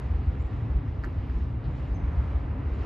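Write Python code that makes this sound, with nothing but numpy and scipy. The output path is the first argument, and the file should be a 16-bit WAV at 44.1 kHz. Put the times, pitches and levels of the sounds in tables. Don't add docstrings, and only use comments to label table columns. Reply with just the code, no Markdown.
import sys
import numpy as np
from scipy import signal
from scipy.fft import rfft, irfft, next_fast_len
from scipy.io import wavfile
from scipy.ndimage import uniform_filter1d

SR = 44100
rng = np.random.default_rng(int(sys.argv[2]) if len(sys.argv) > 2 else 0)


def undo_db(level):
    steps = np.asarray(level, float) / 20
    return 10 ** steps


def log_audio(samples):
    frames = np.atleast_2d(samples).T
    limited = np.clip(frames, -1, 1)
    pcm = np.round(limited * 32767).astype(np.int16)
    wavfile.write(sys.argv[1], SR, pcm)


N = 125685

# pitch in Hz, width in Hz, level in dB.
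GIRDER_NOTES = [(51, 4.4, -39.5), (58.35, 8.4, -38.5), (72.9, 7.1, -38.5), (104.3, 8.1, -41),
                (129.8, 29, -48), (265, 40, -60.5)]
# start in seconds, peak level in dB, girder pitch in Hz.
AXLES = [(0.0, -27, 63.4), (0.083, -18.5, 73.4), (.125, -20.5, 56.4), (.165, -23, 62.3),
         (0.254, -15.5, 73.6), (0.377, -21.5, 74), (0.432, -23, 52), (0.522, -27.5, 70), (0.608, -21, 105),
         (0.688, -19.5, 65), (0.735, -16, 54.55), (0.871, -24, 69.7), (0.971, -28, 64.5),
         (1.022, -25, 50.2), (1.08, -28, 86.2), (1.149, -22.5, 88.2), (1.164, -19, 58.3), (1.28, -20, 63),
         (1.337, -20, 49.2), (1.402, -21, 72.3), (1.503, -26, 57), (1.652, -25, 83.7), (1.71, -24, 66.5),
         (1.893, -19, 57.3), (1.942, -25, 87.2), (2.016, -17.5, 53.9), (2.058, -18.5, 73),
         (2.112, -22, 74.6), (2.158, -14, 64.4), (2.251, -21, 73.5), (2.328, -17.5, 67.8),
         (2.419, -20, 55.5), (2.483, -21, 72.8), (2.572, -27.5, 80.8), (2.642, -20.5, 70),
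         (2.699, -20, 56.2), (2.763, -24.5, 69), (2.829, -28, 54.5)]


def girders():
    rise_s, fall_s, swell_db = 0.02447, 0.025, -1.5
    t = np.arange(N) / SR
    out = np.zeros(N)
    for hz, width_hz, db in GIRDER_NOTES:
        noise = rng.standard_normal(N + SR)
        hum = resonance(resonance(noise, hz, width_hz), hz, 2 * width_hz)
        out += undo_db(db) * rms_one(hum[SR:])
    for start, db, hz in AXLES:
        u = t - start - rise_s
        swell = np.exp(-(u / np.where(u < 0, rise_s / 2, fall_s)) ** 2)
        phase = rng.uniform(0, 2 * np.pi)
        out += undo_db(db + swell_db) * swell * np.sin(2 * np.pi * hz * u + phase)
    return out


# time in seconds, level in dB.
ROLL = [(0.0, -47), (0.33, -48.5), (0.74, -48), (1.02, -50.5), (1.04, -50.5), (1.05, -48.5), (1.59, -51),
        (1.65, -48), (1.94, -48.5), (2.03, -47), (2.79, -47), (2.85, -43.5)]
# frequency in Hz, level in dB per Hz.
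DECK = [(25, -19.5), (40, -11.5), (60, -18), (85, -7), (125, -1), (180, -13), (280, -13.5), (500, -31.5)]
# frequency in Hz, level in dB per Hz.
RAILS = [(250, 0), (400, -2.5), (600, -5.5), (1000, -8), (1500, -13.5), (2000, -16), (2600, -24.5),
         (3400, -34)]


def deck_and_rails():
    roll_db = in_time(ROLL)
    deck_db = -36.5 + 0.24 * (roll_db - roll_db.mean())
    deck = undo_db(deck_db) * stereo_noise(DECK, patchy_db=-2.5, flicker_rate=9.5)
    roar = undo_db(roll_db + 1.61) * stereo_noise(RAILS, patchy_db=0.55, flicker_rate=8.6)
    return deck + roar


# time in seconds, level in dB.
HISS_LOAD = [(0, -66.5), (.3, -68), (.55, -67), (.8, -71), (1.1, -68.5), (1.4, -66.5), (1.58, -72),
             (1.85, -65.5), (2.1, -72.5), (2.3, -68.5), (2.55, -71), (2.75, -65), (2.85, -61.5)]
# frequency in Hz, level in dB per Hz.
HISS = [(2000, -1.5), (2800, 4), (3300, -3), (4000, -6), (5000, -9), (6000, -15), (8000, -23.5),
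        (9400, -33.5), (10000, -61)]


def flange_hiss():
    return undo_db(in_time(HISS_LOAD) + 3) * stereo_noise(HISS, patchy_db=1.5, flicker_rate=9.9)


# pitch in Hz, width in Hz, level in dB.
RINGS = [(496, 60, -64), (950, 110, -57), (700, 90, -55), (1060, 130, -58), (1370, 100, -60),
         (990, 120, -58), (1150, 100, -60), (256.5, 60, -55), (950, 900, -53), (2050, 700, -62)]
# start in seconds, length in seconds.
RING_SPANS = [(0.0, .9), (1.95, .14), (2.13, .08), (2.14, .07), (2.19, .06), (2.2, .12), (2.31, .11),
              (1.7, .6), (1.98, .47), (1.96, .2)]


def wheel_rings():
    t, out = np.arange(N) / SR, np.zeros((2, N))
    for (start, length), (hz, width_hz, db) in zip(RING_SPANS, RINGS):
        noise = rng.standard_normal((2, N))
        mixed = noise + 1.3 * noise[::-1]
        ring = resonance(resonance(mixed, hz, width_hz), hz, width_hz)
        swell = np.sin(np.pi * np.clip((t - start) / length, 0, 1))
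        out += undo_db(db) * rms_one(ring) * swell
    return out


# time in seconds, level in dB.
CLANKS = [
    (1.642, -50),
    (1.654, -53),
    (1.665, -57),
    (2.814, -56),
]


def clanks():
    t = np.arange(N) / SR
    shape = np.zeros(N)
    for peak_s, db in CLANKS:
        time_for_60_db = np.where(t < peak_s, 0.03, 0.08)
        shape += undo_db(db - 14 - 60 * np.abs(t - peak_s) / time_for_60_db)
    return shape * rms_one(band(rng.standard_normal(N), 2600, 4600, order=4))


# dull level, bright level, sharp level and airy level, all in dB.
CRACKS = [(-53.5, -71, -78, -72), (-37, -57, -68, -71), (-37, -56.5, -61, -69.5), (-50.5, -64, -59, -63.5),
          (-45, -69, -72, -69), (-41.5, -68, -74, -72), (-56, -78, -75, -67.5), (-54, -72, -80, -68.5),
          (-50.5, -70, -78, -79), (-59.5, -76, -80, -75.5)]
CRACK_TIMES = [1.030, 1.0373, 1.0430, 1.0488, 1.0533, 1.0588, 1.064, 1.073, 1.298, 1.309]
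# pitch in Hz, width in Hz.
CRACK_BODY = [
    (1500, 700),
    (4400, 1300),
    (6800, 2600),
    (12800, 3600),
]


def crackle():
    count, spread_s, fade_db = 3, 0.0007, 9
    order = np.arange(count)
    delay_s = spread_s * rng.random((len(CRACKS), count)) * order
    at = ((np.array(CRACK_TIMES)[:, None] + delay_s) * SR).astype(int)
    out = np.zeros((2, N))
    for k, (hz, width_hz) in enumerate(CRACK_BODY):
        clicks = np.zeros(N)
        clicks[at] = undo_db(np.array(CRACKS)[:, [k]] - fade_db * order)
        rung = resonance(clicks, hz, width_hz)
        rung = band(rung, hz - 0.6 * width_hz, hz + 0.6 * width_hz, order=3) * SR / width_hz
        out += rung + 0.2 * np.roll(rung, shift=9) * [[1], [-1]]
    return out


# start in seconds, length in seconds, start pitch in Hz, end pitch in Hz, level in dB.
CHIRPS = [
    (.391, .044, 6600, 7700, -77),
    (.44, .05, 7400, 7450, -86),
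    (1.709, .034, 6750, 7280, -80.5),
    (1.755, .055, 7250, 7200, -86),
    (1.877, .016, 6700, 7200, -82),
    (1.942, .034, 6380, 6000, -69.5),
    (2.738, .031, 6700, 7300, -79.5),
]
CHIRP_BEND = [.7, 1.0, .3, 1.0, 1.0, 2.2, .7]
CHIRP_PAN_DB = [1.0, 1.0, .6, .6, .6, 10, 0.1]
# delay in seconds, level in dB.
FAR_ECHOES = [(.11, -18), (.137, -14), (.17, -16)]


def birds():
    echo_s, echo_db, trees_t60_s, trees_db = 0.043, -11, 0.6, -10
    t, out = np.arange(N) / SR, np.zeros((2, N))
    waver_hz = 70 * drift(120)
    flutter = undo_db(3 * drift(90))
    for (start, length, start_hz, end_hz, db), bend, pan_db in zip(CHIRPS, CHIRP_BEND, CHIRP_PAN_DB):
        u = np.clip((t - start) / length, 0, 1)
        pitch_hz = start_hz + (end_hz - start_hz) * u ** bend + waver_hz
        whistle = np.sin(2 * np.pi * np.cumsum(pitch_hz) / SR) * np.sqrt(np.sin(np.pi * u) + 1e-12)
        out += undo_db(db) * np.sqrt(2) * flutter * whistle * undo_db([[pan_db / 2], [-pan_db / 2]])
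    mono, lag = out.mean(axis=0), t[:SR // 4]
    trees = rng.standard_normal(len(lag)) * undo_db(-60 * lag / trees_t60_s) * (lag > echo_s / 2)
    tail = signal.fftconvolve(mono, rms_one(trees) / np.sqrt(len(lag)))[:N]
    out += undo_db(trees_db) * tail
    for delay_s, db in [(echo_s, echo_db), *FAR_ECHOES]:
        out += undo_db(db) * np.roll(mono, int(delay_s * SR))
    return out


# frequency in Hz, level in dB per Hz.
AIR = [(9900, -29.5), (10600, -3), (11500, 3.5), (12700, 1), (13600, -2), (14600, -8), (15300, -11)]
# start in seconds, length in seconds, level in dB.
STIRS = [
    (0.986, 0.24, -89),
    (1.254, .11, -89),
    (1.836, .06, -101),
    (2.71, 0.33, -105),
]


def rustle():
    t = np.arange(N) / SR
    level = np.full(N, undo_db(-99.5))
    for start, length, db in STIRS:
        level += undo_db(db) * np.sin(np.pi * np.clip((t - start) / length, 0, 1) ** 0.5)
    return level * stereo_noise(AIR, patchy_db=0.5, flicker_rate=7)


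# frequency in Hz, likeness from 0 to 1.
LIKENESS = [(60, 0.99), (200, 0.94), (400, 0.84), (750, .58), (1400, 0.5), (2300, .98), (4200, .98),
            (5800, 0.64), (8500, .5), (12000, .94)]


def stereo_noise(spectrum, patchy_db, flicker_rate):
    low_hz, high_hz = spectrum[0][0], spectrum[-1][0]
    together = drift(18)
    edges = low_hz * 2 ** (np.arange(int(3 * np.log2(high_hz / low_hz)) + 2) / 3)
    noise = coloured(spectrum, next_fast_len(N + 8000))
    out = 0
    for k, (low, high) in enumerate(zip(edges, np.minimum(edges[1:], 19000))):
        mid, side = band(noise[k % 2], low, high, order=3)[:, -N:]
        alike = np.clip(at_hz(LIKENESS, np.sqrt(low * high)), 0, 1)
        gain = undo_db(patchy_db * (0.11 * together + drift(flicker_rate)))
        pair = np.sqrt(1 + alike) * mid + np.sqrt(1 - alike) * side * [[1], [-1]]
        out = out + gain * pair
    return rms_one(out)


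def coloured(spectrum, size):
    hz = np.arange(size // 2 + 1) * SR / size + 1
    return irfft(rfft(rng.standard_normal((2, 2, size))) * undo_db(at_hz(spectrum, hz)), size)


def drift(rate):
    r = np.exp(-80 * np.pi * rate / SR)
    slow = signal.lfilter([1], [1, -2 * r, r * r], rng.standard_normal(N // 40 + 2002))[2000:]
    return np.interp(np.arange(N) / 40, np.arange(len(slow)), rms_one(slow))


def resonance(x, hz, width_hz):
    r = np.exp(-np.pi * width_hz / SR)
    ringing = [1, -2 * r * np.cos(2 * np.pi * hz / SR), r * r]
    return signal.lfilter([(1 - r * r) / 2, 0, (r * r - 1) / 2], ringing, x + 1e-18)


def band(x, low_hz, high_hz, order):
    return signal.sosfilt(signal.butter(order, [low_hz, high_hz], "band", fs=SR, output="sos"), x)


def rms_one(x):
    return x / np.sqrt(np.mean(x ** 2) + 1e-20)


def in_time(rows):
    s, db = np.transpose(rows)
    return np.interp(np.arange(N) / SR, s, db)


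def at_hz(points, hz):
    p = np.array(points, float)
    return np.interp(np.log(hz), np.log(np.maximum(p[:, 0], 20)), p[:, 1])


# frequency in Hz, lead in radians.
LEAD = [(100, 0.066), (950, -0.32), (1290, 0.085), (1550, -1.6), (1900, -0.017), (2840, 0.75), (4000, 0)]
# frequency in Hz, left minus right level in dB.
LEAN = [(60, 0.15), (400, 0.4), (750, .2), (1200, -1.8), (2650, 0), (6000, .5), (12000, 2)]


def two_ports(x):
    size = next_fast_len(N + 4000)
    hz = np.arange(size // 2 + 1) * SR / size + 1
    left = undo_db(at_hz(LEAN, hz) / 2) * np.exp(0.5j * at_hz(LEAD, hz))
    return irfft(rfft(x, size) * [left, 1 / left], size)[:, :N]


def scene():
    train = girders() + deck_and_rails() + flange_hiss() + wheel_rings() + clanks()
    return two_ports(train + crackle() + rustle()) + birds()


def top_cut(x):
    return signal.sosfilt(signal.butter(12, 15200, fs=SR, output="sos"), x)


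def record(dry):
    bass = uniform_filter1d(np.abs(dry.mean(axis=0)), size=1500)
    buzz = undo_db(-67.5) * bass * rms_one(band(rng.standard_normal(N), 9480, 9760, order=4))
    rumble_cut = signal.butter(3, 22.2, "high", fs=SR, output="sos")
    return top_cut(signal.sosfilt(rumble_cut, dry) + buzz)


dry = scene()
out = record(dry)
log_audio(out)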